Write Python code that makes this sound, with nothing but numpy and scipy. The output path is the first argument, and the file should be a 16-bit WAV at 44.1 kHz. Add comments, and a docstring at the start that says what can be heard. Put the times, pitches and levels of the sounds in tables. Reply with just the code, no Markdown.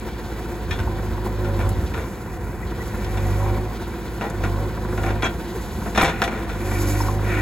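"""Backhoe loader lifting and swinging its bucket

A backhoe loader lifts its bucket out of the soil and swings it round, some ten metres off in an open field.
Ram strokes load the four-cylinder diesel: firing tones and pulses through a resonant pipe sag and bark.
Filtered noise makes the block's clatter, the low rumble, the pump's sizzle and the oil hissing through valves.
Slack pins knock in the steel arm, bursts of contacts ringing its modes; it clanks hard as the swing stops
and then judders. Taps, clinks and squeaks come from the bucket, its link and the pins."""
import sys
import numpy as np
from scipy import signal
from scipy.fft import rfft, irfft
from scipy.io import wavfile
from scipy.ndimage import uniform_filter1d

SR = 44100
rng = np.random.default_rng(int(sys.argv[2]) if len(sys.argv) > 2 else 0)


def dump_mix(stems):
    """Bounce the given channels to the path in sys.argv[1] as a 16-bit WAV at rate SR."""
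    frames = np.atleast_2d(stems).T  # one column per channel
    limited = np.clip(frames, -1, 1)  # hard clip at full scale
    pcm = np.round(limited * 32767).astype(np.int16)
    wavfile.write(sys.argv[1], SR, pcm)


N = 326781
TIME = np.arange(N) / SR
# The pump's sizzle dies away and cuts back in: start in s, end in s, time to fade in s, time to return in s.
PUMP_REST = (1.84, 2.64, 0.54, 0.034)


def undb(db):
    """Decibels to gain."""
    return 10 ** (np.asarray(db) / 20)


def unit(x):
    """Scale to rms 1."""
    return x / np.sqrt(np.mean(x ** 2))


def noise():
    """White noise."""
    return rng.standard_normal(N)


def walk(rate):
    """Smooth chance with spread 1 and about rate turns a second."""
    k = max(int(SR / rate), 2)
    once = uniform_filter1d(noise(), k, mode="wrap")
    return unit(uniform_filter1d(once, k, mode="wrap"))


def colour(x, points, size=8192):
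    """Causal, minimum-phase filter with the given (Hz, dB) response."""
    hz, db = np.transpose(points)
    grid = np.maximum(np.fft.rfftfreq(size, 1 / SR), 1)
    response_db = np.interp(np.log(grid), np.log(hz), db)
    cepstrum = irfft(np.log(undb(response_db)))
    # folding the cepstrum forward makes the filter causal
    cepstrum[1:size // 2] *= 2
    cepstrum[size // 2 + 1:] = 0
    impulse = irfft(np.exp(rfft(cepstrum)))
    return signal.fftconvolve(x, impulse)[:len(x)]


def band(x, hz, width):
    """One resonance, gain 1 at its centre."""
    return signal.lfilter(*signal.iirpeak(hz, hz / width, SR), x)


def resonate(x, table):
    """A body of (Hz, width in Hz, dB) resonances."""
    return sum(undb(db) * band(x, hz, width) for hz, width, db in table)


def add(track, s, sound):
    """Mix a sound in at time s."""
    i = int(s * SR)
    track[i:i + len(sound)] += sound[:N - i]


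def gate(start, end, attack_s, release_s):
    """Rises from start, holds at 1 until end, then falls."""
    rise = np.clip((TIME - start) / attack_s, 0, 1)
    fall = np.clip(1 - (TIME - end) / release_s, 0, 1)
    return rise * fall


def bouts(table, steady_db, release_s):
    """Gain of a steady sound with louder bouts on top; their powers add."""
    power = sum((undb(db) * gate(start, end, attack_s, release_s)) ** 2
                for start, end, attack_s, db in table)
    return np.sqrt(undb(steady_db) ** 2 + power)


def hydraulic_load():
    """The hardest-working ram sets the load on the engine."""
    # Each row: start in seconds, end in seconds, time to build in seconds, share of full load.
    strokes = [(0.503, 1.62, 0.42, 0.59), (0.8, 1.672, 0.73, 0.9), (2.85, 3.529, 0.4, 0.98),
               (4.27, 4.599, 0.17, 0.85), (4.598, 5.109, .47, 0.9), (6.359, 7.084, 0.46, 0.96),
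               (6.894, 7.41, 0.22, 0.87)]
    unload_s = 0.28
    rams = [share * gate(start, end, build_s, unload_s) for start, end, build_s, share in strokes]
    return np.max(rams, axis=0)


def firing_rate(load):
    """The engine droops under load, sags further as load comes on and overshoots as it lets go."""
    idle_hz, droop_hz, sag_hz, governor_s = 54.33, 3.5, 4.2, 0.22
    keep = np.exp(-1 / (governor_s * SR))
    fuel = signal.lfilter([1 - keep], [1, -keep], load)  # the fuel catches up with the load
    return idle_hz - droop_hz * load - sag_hz * (load - fuel)


def loaded(load, free_db, added_db):
    """Gain of an engine sound from its level running free and the dB added in step with the load."""
    return undb(free_db + added_db * load)


def firings(turns, cylinder_db, scatter_db, jitter_s):
    """One pulse per firing; the four cylinders differ and each firing varies in strength and timing."""
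    at = np.flatnonzero(np.diff(np.floor(turns)))
    chance = rng.standard_normal((len(at), 2))
    late = (jitter_s * SR * chance[:, 1]).astype(int)
    strength_db = np.resize(cylinder_db, len(at)) + scatter_db * chance[:, 0]
    pulses = np.zeros(N)
    pulses[np.clip(at + late, 0, N - 1)] = undb(strength_db)
    return pulses


def smear(x):
    """Short reflections round the machine spread each pulse over the cycle and leave its colour alone."""
    # Each row: delay in seconds, share fed back.
    echoes = [(.0031, 0.48), (.0053, 0.55), (.0083, .4)]
    hz, spectrum = np.fft.rfftfreq(N, 1 / SR), rfft(x)
    for delay_s, share in echoes:
        late = np.exp(-2j * np.pi * hz * delay_s)
        spectrum = spectrum * (late - share) / (1 - share * late)  # all-pass echo
    return irfft(spectrum, N)


def exhaust(turns, load):
    """Firing tone, octave and lope of unequal cylinders; pulses with a little gas ring the pipe and bark."""
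    # Exhaust pipe resonances. Each row: pitch in Hz, width in Hz, level in dB before the bark's colouring.
    pipe = [(174, 46, -12.5), (223, 24, -11.5), (285, 12, 1.5), (349.6, 34, 5), (536, 60, 0), (761, 13, 8),
            (887, 51, -2.5), (1008, 40, -3)]
    angle = 2 * np.pi * turns
    # the engine coasts after the first stroke and its boom fades by 12 dB
    coast = undb(-12 * gate(start=1.78, end=2.04, attack_s=0.2, release_s=0.26))
    tone = loaded(load, free_db=-34.5, added_db=10) * np.sin(angle - .6) * coast
    octave = loaded(load, free_db=-42, added_db=20) * np.sin(2 * angle - .8)
    lope = loaded(load, free_db=-54, added_db=15) * np.sin(3 * angle / 2)
    pulses = unit(firings(turns, cylinder_db=[.8, -.6, .3, -.9], scatter_db=1.1, jitter_s=.00005))
    gas = unit(np.exp(-(turns % 1) / 0.15) * noise())  # dies away after each firing
    flow = pulses + gas / 4
    bark_colour = [(90, -51.0), (150, 12.5), (1100, -4.5), (2500, -37.0), (8000, -30)]
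    bark = unit(colour(resonate(smear(flow), pipe), bark_colour))
    tones = np.sqrt(2) * (tone + octave + lope)  # sine levels are rms
    return tones + bark * loaded(load, free_db=-47, added_db=16.5)


def growl(turns, load):
    """Under load single firing harmonics stand out of the exhaust, each swelling and wavering on its own."""
    orders, mix_db = (7, 11, 15), (0, -4, -11.5)  # multiples of the firing rate, and their relative dB
    tones = np.zeros(N)
    for order, db in zip(orders, mix_db):
        swell = undb(db + 3.5 * walk(24))
        tones += swell * np.sin(2 * np.pi * order * turns + .6 * walk(20))
    return unit(tones) * loaded(load, free_db=-54.5, added_db=20)


def groan(turns):
    """The hydraulic pump drones unsteadily at six times the firing rate against a stalled ram."""
    # Each row: start in seconds, end in seconds, time to build in seconds, level in dB.
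    groan_bouts = [(4.85, 5.1, .1, -48), (6.58, 7.03, 0.22, -30), (7.25, 7.41, 0.11, -31)]
    tone = np.sin(6 * 2 * np.pi * turns + .5 * walk(25))
    return unit(tone * undb(2.1 * walk(30))) * bouts(groan_bouts, steady_db=-62, release_s=0.064)


def rumble():
    """A ragged low rumble that swells while the bucket works."""
    # Rumble spectrum. Each row: frequency in Hz, relative level in dB per Hz.
    low_spectrum = [(20, -50), (35, -17), (50, -10), (65, -2.5), (105, -7.5), (135, -11.5), (220, -16),
                    (400, -31), (900, -78)]
    # Each row: start in seconds, end in seconds, time to build in seconds, level in dB.
    swells = [(.62, .85, 0.086, -32.5), (1.6, 1.82, 0.094, -24.5), (2.3, 3.3, 0.086, -33),
              (5.5, 6.15, 0.27, -32.5)]
    return unit(colour(noise(), low_spectrum)) * bouts(swells, steady_db=-35.5, release_s=0.4)


def slap(blows, decay_s, top_hz, count):
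    """Each cylinder thumps the block in its own way, the same shape on every cycle."""
    t, out = TIME[:SR // 16], np.zeros(N)
    shapes = rng.standard_normal((count, len(t))) * np.exp(-t / decay_s)
    for k, i in enumerate(np.flatnonzero(blows)):
        add(out, i / SR, blows[i] * shapes[k % count])
    return signal.sosfilt(signal.butter(2, top_hz, fs=SR, output="sos"), unit(out))


def block(turns, load):
    """Combustion knock, strongest once a shaft turn, with valve gear and fan shakes the block and covers."""
    # Block spectrum. Each row: frequency in Hz, relative level in dB per Hz.
    block_spectrum = [(100, -36.5), (150, -1.5), (215, 2.5), (285, -5), (345, 8.5), (410, -8), (495, -1.5),
                      (610, -17), (1000, -11), (1800, -16), (2900, -35), (3600, -31), (5000, -32),
                      (12000, -31.5), (16000, -31.5)]
    # Engine cover resonances. Each row: pitch in Hz, width in Hz, relative level in dB.
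    panels = [(347.6, 40, 7), (730, 33, 7.5), (878.4, 19, -4)]
    blows = firings(turns, cylinder_db=[2.5, -8.5, 2.5, -2.5], scatter_db=3.0, jitter_s=.0002)
    knock = slap(blows, decay_s=0.015, top_hz=1790, count=4)
    gear = unit(noise() * undb(1.74 * walk(61)))
    drive = unit(knock + 1.5 * gear)
    covers = unit(resonate(np.roll(drive, SR // 500), panels))  # 2 ms after the block
    body = unit(colour(drive, block_spectrum)) + undb(-9.0) * covers
    return unit(body) * loaded(load, free_db=-32, added_db=1.5)


def rattle(load):
    """A loose cover chatters in irregular fits as the engine labours."""
    # Loose cover resonances. Each row: pitch in Hz, width in Hz, relative level in dB.
    cover = [(877, 49, -2), (979, 38, 3), (1028, 78, 5)]
    chatter = noise() * undb(3.5 * walk(45))
    return unit(band(resonate(chatter, cover), 984, 420)) * loaded(load, free_db=-57, added_db=16.5)


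def valves():
    """A valve opens and oil rushes through, hissing with a slight flutter."""
    # Hiss spectrum. Each row: frequency in Hz, relative level in dB per Hz.
    hiss_spectrum = [(1000, -15), (2500, -1), (5000, 7), (7000, 10), (9000, 2), (11400, 10), (16000, -4)]
    # Each row: start in seconds, end in seconds, time to open in seconds, level in dB.
    openings = [(1.7, 2.05, 0.54, -48), (2.7, 3.5, 0.13, -50), (3.25, 3.31, 0.02, -42),
                (4.92, 5.02, 0.063, -45), (5.15, 5.88, 0.59, -46.5), (6.5, 7.02, 0.4, -36),
                (7.2, 7.41, 0.029, -45)]
    hiss = unit(colour(noise() * undb(2.2 * walk(36)), hiss_spectrum))
    return hiss * bouts(openings, steady_db=-56.5, release_s=0.17)


def pump():
    """A fine sizzle of oil in one broad resonance; it stops while the levers rest."""
    working = 1 - gate(*PUMP_REST)
    sizzle = unit(band(band(noise(), 3500, 2900), 3500, 2900))
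    return sizzle * working * undb(-51.5 + 2.0 * walk(51))


def steel(force, ring_db, spread_db):
    """The arm's answer to a force: a dense clash plus its modes, whose mix depends on the place struck."""
    # Contact spectrum. Each row: frequency in Hz, relative level in dB.
    contact_spectrum = [(80, -16.5), (170, 8), (600, 3), (1400, 4), (2400, -2), (3000, -9.5), (3700, -7.5),
                        (4700, -20.5), (5400, -11.5), (7000, -18.5), (11000, -22.5), (16000, -38)]
    # Modes of arm and bucket. Each row: mean pitch in Hz, mean relative level in dB, 60 dB decay in seconds.
    modes = [(164, -4, 0.67), (182, -7, 0.4), (226.6, 2, 0.27), (345, -9, 0.26), (448, -3.5, 0.59),
             (523.5, -2, 0.41), (696, 0.5, 0.47), (788, 6, 0.13), (957, 0, 0.14), (1031, 5, 0.13),
             (1413, -4.5, 0.25), (1454, 4, 0.094), (1543, -9, 0.12), (1794, -2.5, 0.11), (1912, -1.5, 0.13),
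             (2296, -3, 0.089), (2309, -6.5, 0.1), (2445, -9, 0.13), (2790, -10.5, 0.11), (3460, -9.5, .17),
             (3580, -11, .13), (4100, -15.5, 0.18)]
    t, ring = TIME[:SR // 4], 0
    place = rng.standard_normal((len(modes), 2))
    for (hz, db, t60), (level_chance, pitch_chance) in zip(modes, place):
        wave = np.sin(2 * np.pi * hz * (1 + 0.0038 * pitch_chance) * t)
        ring = ring + undb(db + spread_db * level_chance) * wave * np.exp(-np.log(1000) * t / t60)
    ringing = unit(signal.fftconvolve(force, ring)[:len(force)])
    return unit(colour(force, contact_spectrum)) + undb(ring_db) * ringing


def judder():
    """Dense small slips in the joints keep the arm ringing, louder as it moves or shakes."""
    # Each row: start in seconds, end in seconds, time to build in seconds, level in dB.
    shakes = [(2.75, 3.5, 0.4, -43), (4.95, 5.1, 0.081, -41), (6.04, 6.1, 0.16, -29), (6.2, 6.36, .08, -45),
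              (6.48, 7.02, 0.26, -36.5), (7.19, 7.41, 0.13, -29)]
    slips = colour(noise() * undb(1.6 * walk(180.0)), [(200, -23.0), (2300, 3.0), (3500, -4.5)])
    ringing = unit(steel(slips, ring_db=1, spread_db=2.5))
    return ringing * bouts(shakes, steady_db=-48.5, release_s=0.19)


def pings(table, decay_s, width, grain):
    """Brief contacts, a blow and some rattle, each with one broad resonance (width is a share of its Hz)."""
    out, t = np.zeros(N), TIME[:SR // 10]
    for s, db, hz in table:
        ping = (t == 0) + grain * rng.standard_normal(len(t)) * np.exp(-t / decay_s)
        ping = band(band(ping, hz, width * hz), hz, width * hz)
        add(out, s, undb(db) * ping / np.abs(ping).max())
    return out


def knocks():
    """Every knock is a burst of separate hard contacts that starts at once and dies as the joint seats."""
    # Knocks of pins and bucket. Each row: start in seconds, level of the loudest 10 ms in dB,
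    # time the contact rattles in seconds, treble tilt in dB per octave.
    knock_table = [(0.708, -30, 0.032, 4), (0.788, -31, 0.018, 0.5), (1.445, -32.5, 0.027, 1),
                   (1.591, -29, 0.039, -0.5), (1.938, -28.5, 0.033, 0), (1.974, -29, 0.049, -2),
                   (3.044, -34, 0.0044, 5), (3.173, -31, 0.0081, 1.5), (4.21, -24.5, 0.028, -2),
                   (4.24, -28.5, 0.037, -2.5), (4.435, -24, 0.022, -1.5), (4.975, -27, 0.018, -1.5),
                   (5.034, -25, 0.014, -2), (5.062, -27.5, 0.024, -1), (5.086, -27, 0.02, -1.5),
                   (5.104, -23, 0.01, -3), (5.222, -26.5, 0.0087, 3), (5.230, -17, 0.0091, -2),
                   (5.244, -22, 0.007, -4), (5.253, -20, 0.019, 0.5), (5.858, -26, 0.028, -4),
                   (5.947, -24, 0.06, 1.5), (5.975, -12, 0.018, -0.1), (5.981, -13.5, 0.011, -4),
                   (5.999, -19, 0.012, 0.5), (6.011, -15, 0.012, 0.5), (6.028, -12.5, 0.013, -2),
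                   (6.045, -20, 0.027, 3), (6.078, -21.5, 0.024, -0.5), (6.094, -26, 0.014, 0.5),
                   (6.217, -14.5, 0.017, 0.5), (6.238, -25.5, 0.014, 6.5), (6.276, -21, 0.013, -1.5),
                   (6.31, -27, 0.13, -2.5), (6.492, -30, 0.029, 0), (6.714, -30.5, 0.016, -0.5)]
    contacts_per_s, build_s = 1900, 0.00069
    out, t = np.zeros(N), TIME[:SR // 2]
    for s, db, rattle_s, tilt_db in knock_table:
        chance = rng.standard_normal((2, len(t)))
        struck = rng.random(len(t)) < contacts_per_s / SR
        contacts = struck * np.sign(chance[0]) * undb(2.5 * chance[1])
        force = contacts * np.exp(-t / rattle_s) * (1 - np.exp(-t / build_s))
        clash = steel(force, ring_db=-2, spread_db=2)
        # the two points lie four octaves apart
        blow = colour(clash, [(250, -2 * tilt_db), (4000, 2 * tilt_db)], size=512)
        loudest = np.sqrt(uniform_filter1d(blow ** 2, SR // 100).max())
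        add(out, s, blow / loudest * undb(db))
    return out


def clinks(table, modes):
    """A small steel part is struck and rings with its few high modes, in chance phases."""
    out, t = np.zeros(N), TIME[:SR // 4]
    for s, peak_db in table:
        ring = 0
        for hz, db, t60 in modes:
            wave = np.sin(2 * np.pi * (hz * t + rng.random()))
            ring = ring + undb(db) * wave * np.exp(-np.log(1000) * t / t60)
        ring = ring * (1 - np.exp(-t / 0.0012))  # soft onset
        add(out, s, undb(peak_db) * ring / np.abs(ring).max())
    return out


def squeaks():
    """Dry pins squeak as they turn: stick and slip sing briefly at one wavering pitch."""
    # Each row: start in seconds, level in dB about which the peak flutters, mean pitch in Hz, length in s.
    squeak_table = [(.786, -33, 1484, 0.025), (2.618, -32, 1970, 0.02), (2.796, -31, 1960, 0.027),
                    (4.22, -29, 827, 0.068), (5.230, -23, 2320, 0.024), (5.232, -31, 6142, 0.02),
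                    (5.236, -34, 7100, .016), (6.79, -42, 2300, 0.043), (7, -33, 5250, 0.028),
                    (7.24, -36.5, 2300, 0.23)]
    out, drifts = np.zeros(N), (walk(350), walk(200))
    for s, db, hz, length_s in squeak_table:
        t = TIME[:int(length_s * SR)]
        waver, flutter = (np.roll(drift, -int(s * SR))[:len(t)] for drift in drifts)
        cycles = np.cumsum(hz * (1 + .02 * waver)) / SR
        swell = np.sin(np.pi * (t / t[-1]) ** 1.8)
        add(out, s, undb(db + 2.3 * flutter) * swell * np.sin(2 * np.pi * cycles))
    return out


def arm():
    """Everything that the boom, its pins and the bucket give off."""
    # Hollow taps and dull thuds of the bucket. Each row: start in seconds, peak in dB, pitch in Hz.
    tap_table = [(.69, -23, 83), (.797, -18.5, 90), (.822, -20, 68), (.874, -21.5, 900), (1.095, -24, 85),
                 (1.18, -24, 940), (1.263, -19.5, 940), (1.612, -19, 85), (3.462, -19, 970),
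                 (3.484, -23.5, 960), (7.004, -18, 930), (7.085, -16.5, 1000)]
    # Sharp ticks of grit. Each row: start in seconds, peak in dB, pitch in Hz.
    tick_table = [(1.69, -24.5, 9800), (4.299, -28, 7400), (6.019, -18.5, 10910), (6.034, -18.5, 8300),
                  (6.222, -35, 10930)]
    # A pin drops in its bush and clinks. Each row: start in seconds, peak in dB.
    pin_drops = [(.709, -21), (.719, -21.5), (3.044, -48), (5.984, -17), (6.022, -20)]
    # Modes of the pin. Each row: pitch in Hz, relative level in dB, 60 dB decay in seconds.
    pin_modes = [(1797, 3.5, 0.16), (2386, 0, 0.11), (2480, 2, 0.058), (3295, -5, 0.12), (3760, -5, 0.11),
                 (5280, -6, 0.061)]
    # The bucket's link clanks against its stop. Each row: start in seconds, peak in dB.
    link_clanks = [(5.222, -23), (5.231, -25), (5.245, -16), (5.259, -20), (6.219, -25)]
    # Modes of the link. 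Each row: pitch in Hz, relative level in dB, 60 dB decay in seconds.
    link_modes = [(1553, 0, 0.11), (1690, -4, .13), (2120, -16, 0.12), (2320, 0, 0.069), (2670, -6, 0.13),
                  (3300, -1.5, 0.12), (4016, -17, .12), (6142, -14, .06)]
    taps = pings(tap_table, decay_s=.012, width=.24, grain=.045)
    grit = pings(tick_table, decay_s=0.0082, width=1.0, grain=1)
    small_parts = clinks(pin_drops, pin_modes) + clinks(link_clanks, link_modes)
    return judder() + taps + knocks() + small_parts + squeaks() + grit


def field(source, pan_db, side_db):
    """Direct sound plus scatter off soil and machine, 4 ms later, with random parts drawn afresh."""
    # Sound from the sides. Each row: frequency in Hz, level in dB before the side level is added.
    scatter = [(50, -14), (300, -23.5), (600, -19), (1200, -17.5), (1800, -9.5), (2350, -10.5), (3000, -9),
               (4000, -11.5), (7000, -46)]
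    direct = source()
    late = np.pad(source(), (SR // 250, 0))[:N]
    side = undb(side_db) * colour(late, scatter)
    # the scatter reaches the two channels in opposite sign; positive pan favours the left
    return np.array([(direct + side) * undb(pan_db / 2), (direct - side) * undb(-pan_db / 2)])


def scene():
    """Engine slightly on the right, the arm to the left of it."""
    load = hydraulic_load()
    hunting = 0.35 * walk(9.05)  # Hz, the speed wavers about the governor's setting
    turns = np.cumsum(firing_rate(load) + hunting) / SR  # counted in firings
    eased = undb(-2 * gate(*PUMP_REST))  # the block clatters less while the pump rests

    def low_sounds():
        """The exhaust with its growl, the groan of the pump and the rumble."""
        return exhaust(turns, load) + growl(turns, load) + groan(turns) + rumble()

    def machine_sounds():
        """The block and loose cover, with the oil in valves and pump."""
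        return block(turns, load) * eased + rattle(load) + valves() + pump()

    low = field(low_sounds, pan_db=-0.5, side_db=1.5)
    machine = field(machine_sounds, pan_db=-0.24, side_db=3.0)
    return low + machine + field(arm, pan_db=1.5, side_db=4.0)


def record(dry):
    """Microphone ports shift left against right; the recorder rounds the loudest peaks and cuts the top."""
    # Phase between the two ports. Each row: frequency in Hz, lead of the left in radians (negative lags).
    ports = [(2400, 0), (3100, 1.0), (3700, .6), (4300, .7), (5400, 2.1), (6200, 1.3), (7050, 0),
             (16000, -13.1)]
    lead = np.interp(np.fft.rfftfreq(N, 1 / SR), *np.transpose(ports))
    left = irfft(rfft(dry[0]) * np.exp(1j * lead), N)
    rounded = .8 * np.tanh(np.array([left, dry[1]]) / .8)
    top_hz = 15900
    return signal.sosfilt(signal.ellip(10, .2, 80, top_hz, fs=SR, output="sos"), rounded)


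dry = scene()
out = record(dry)
dump_mix(out)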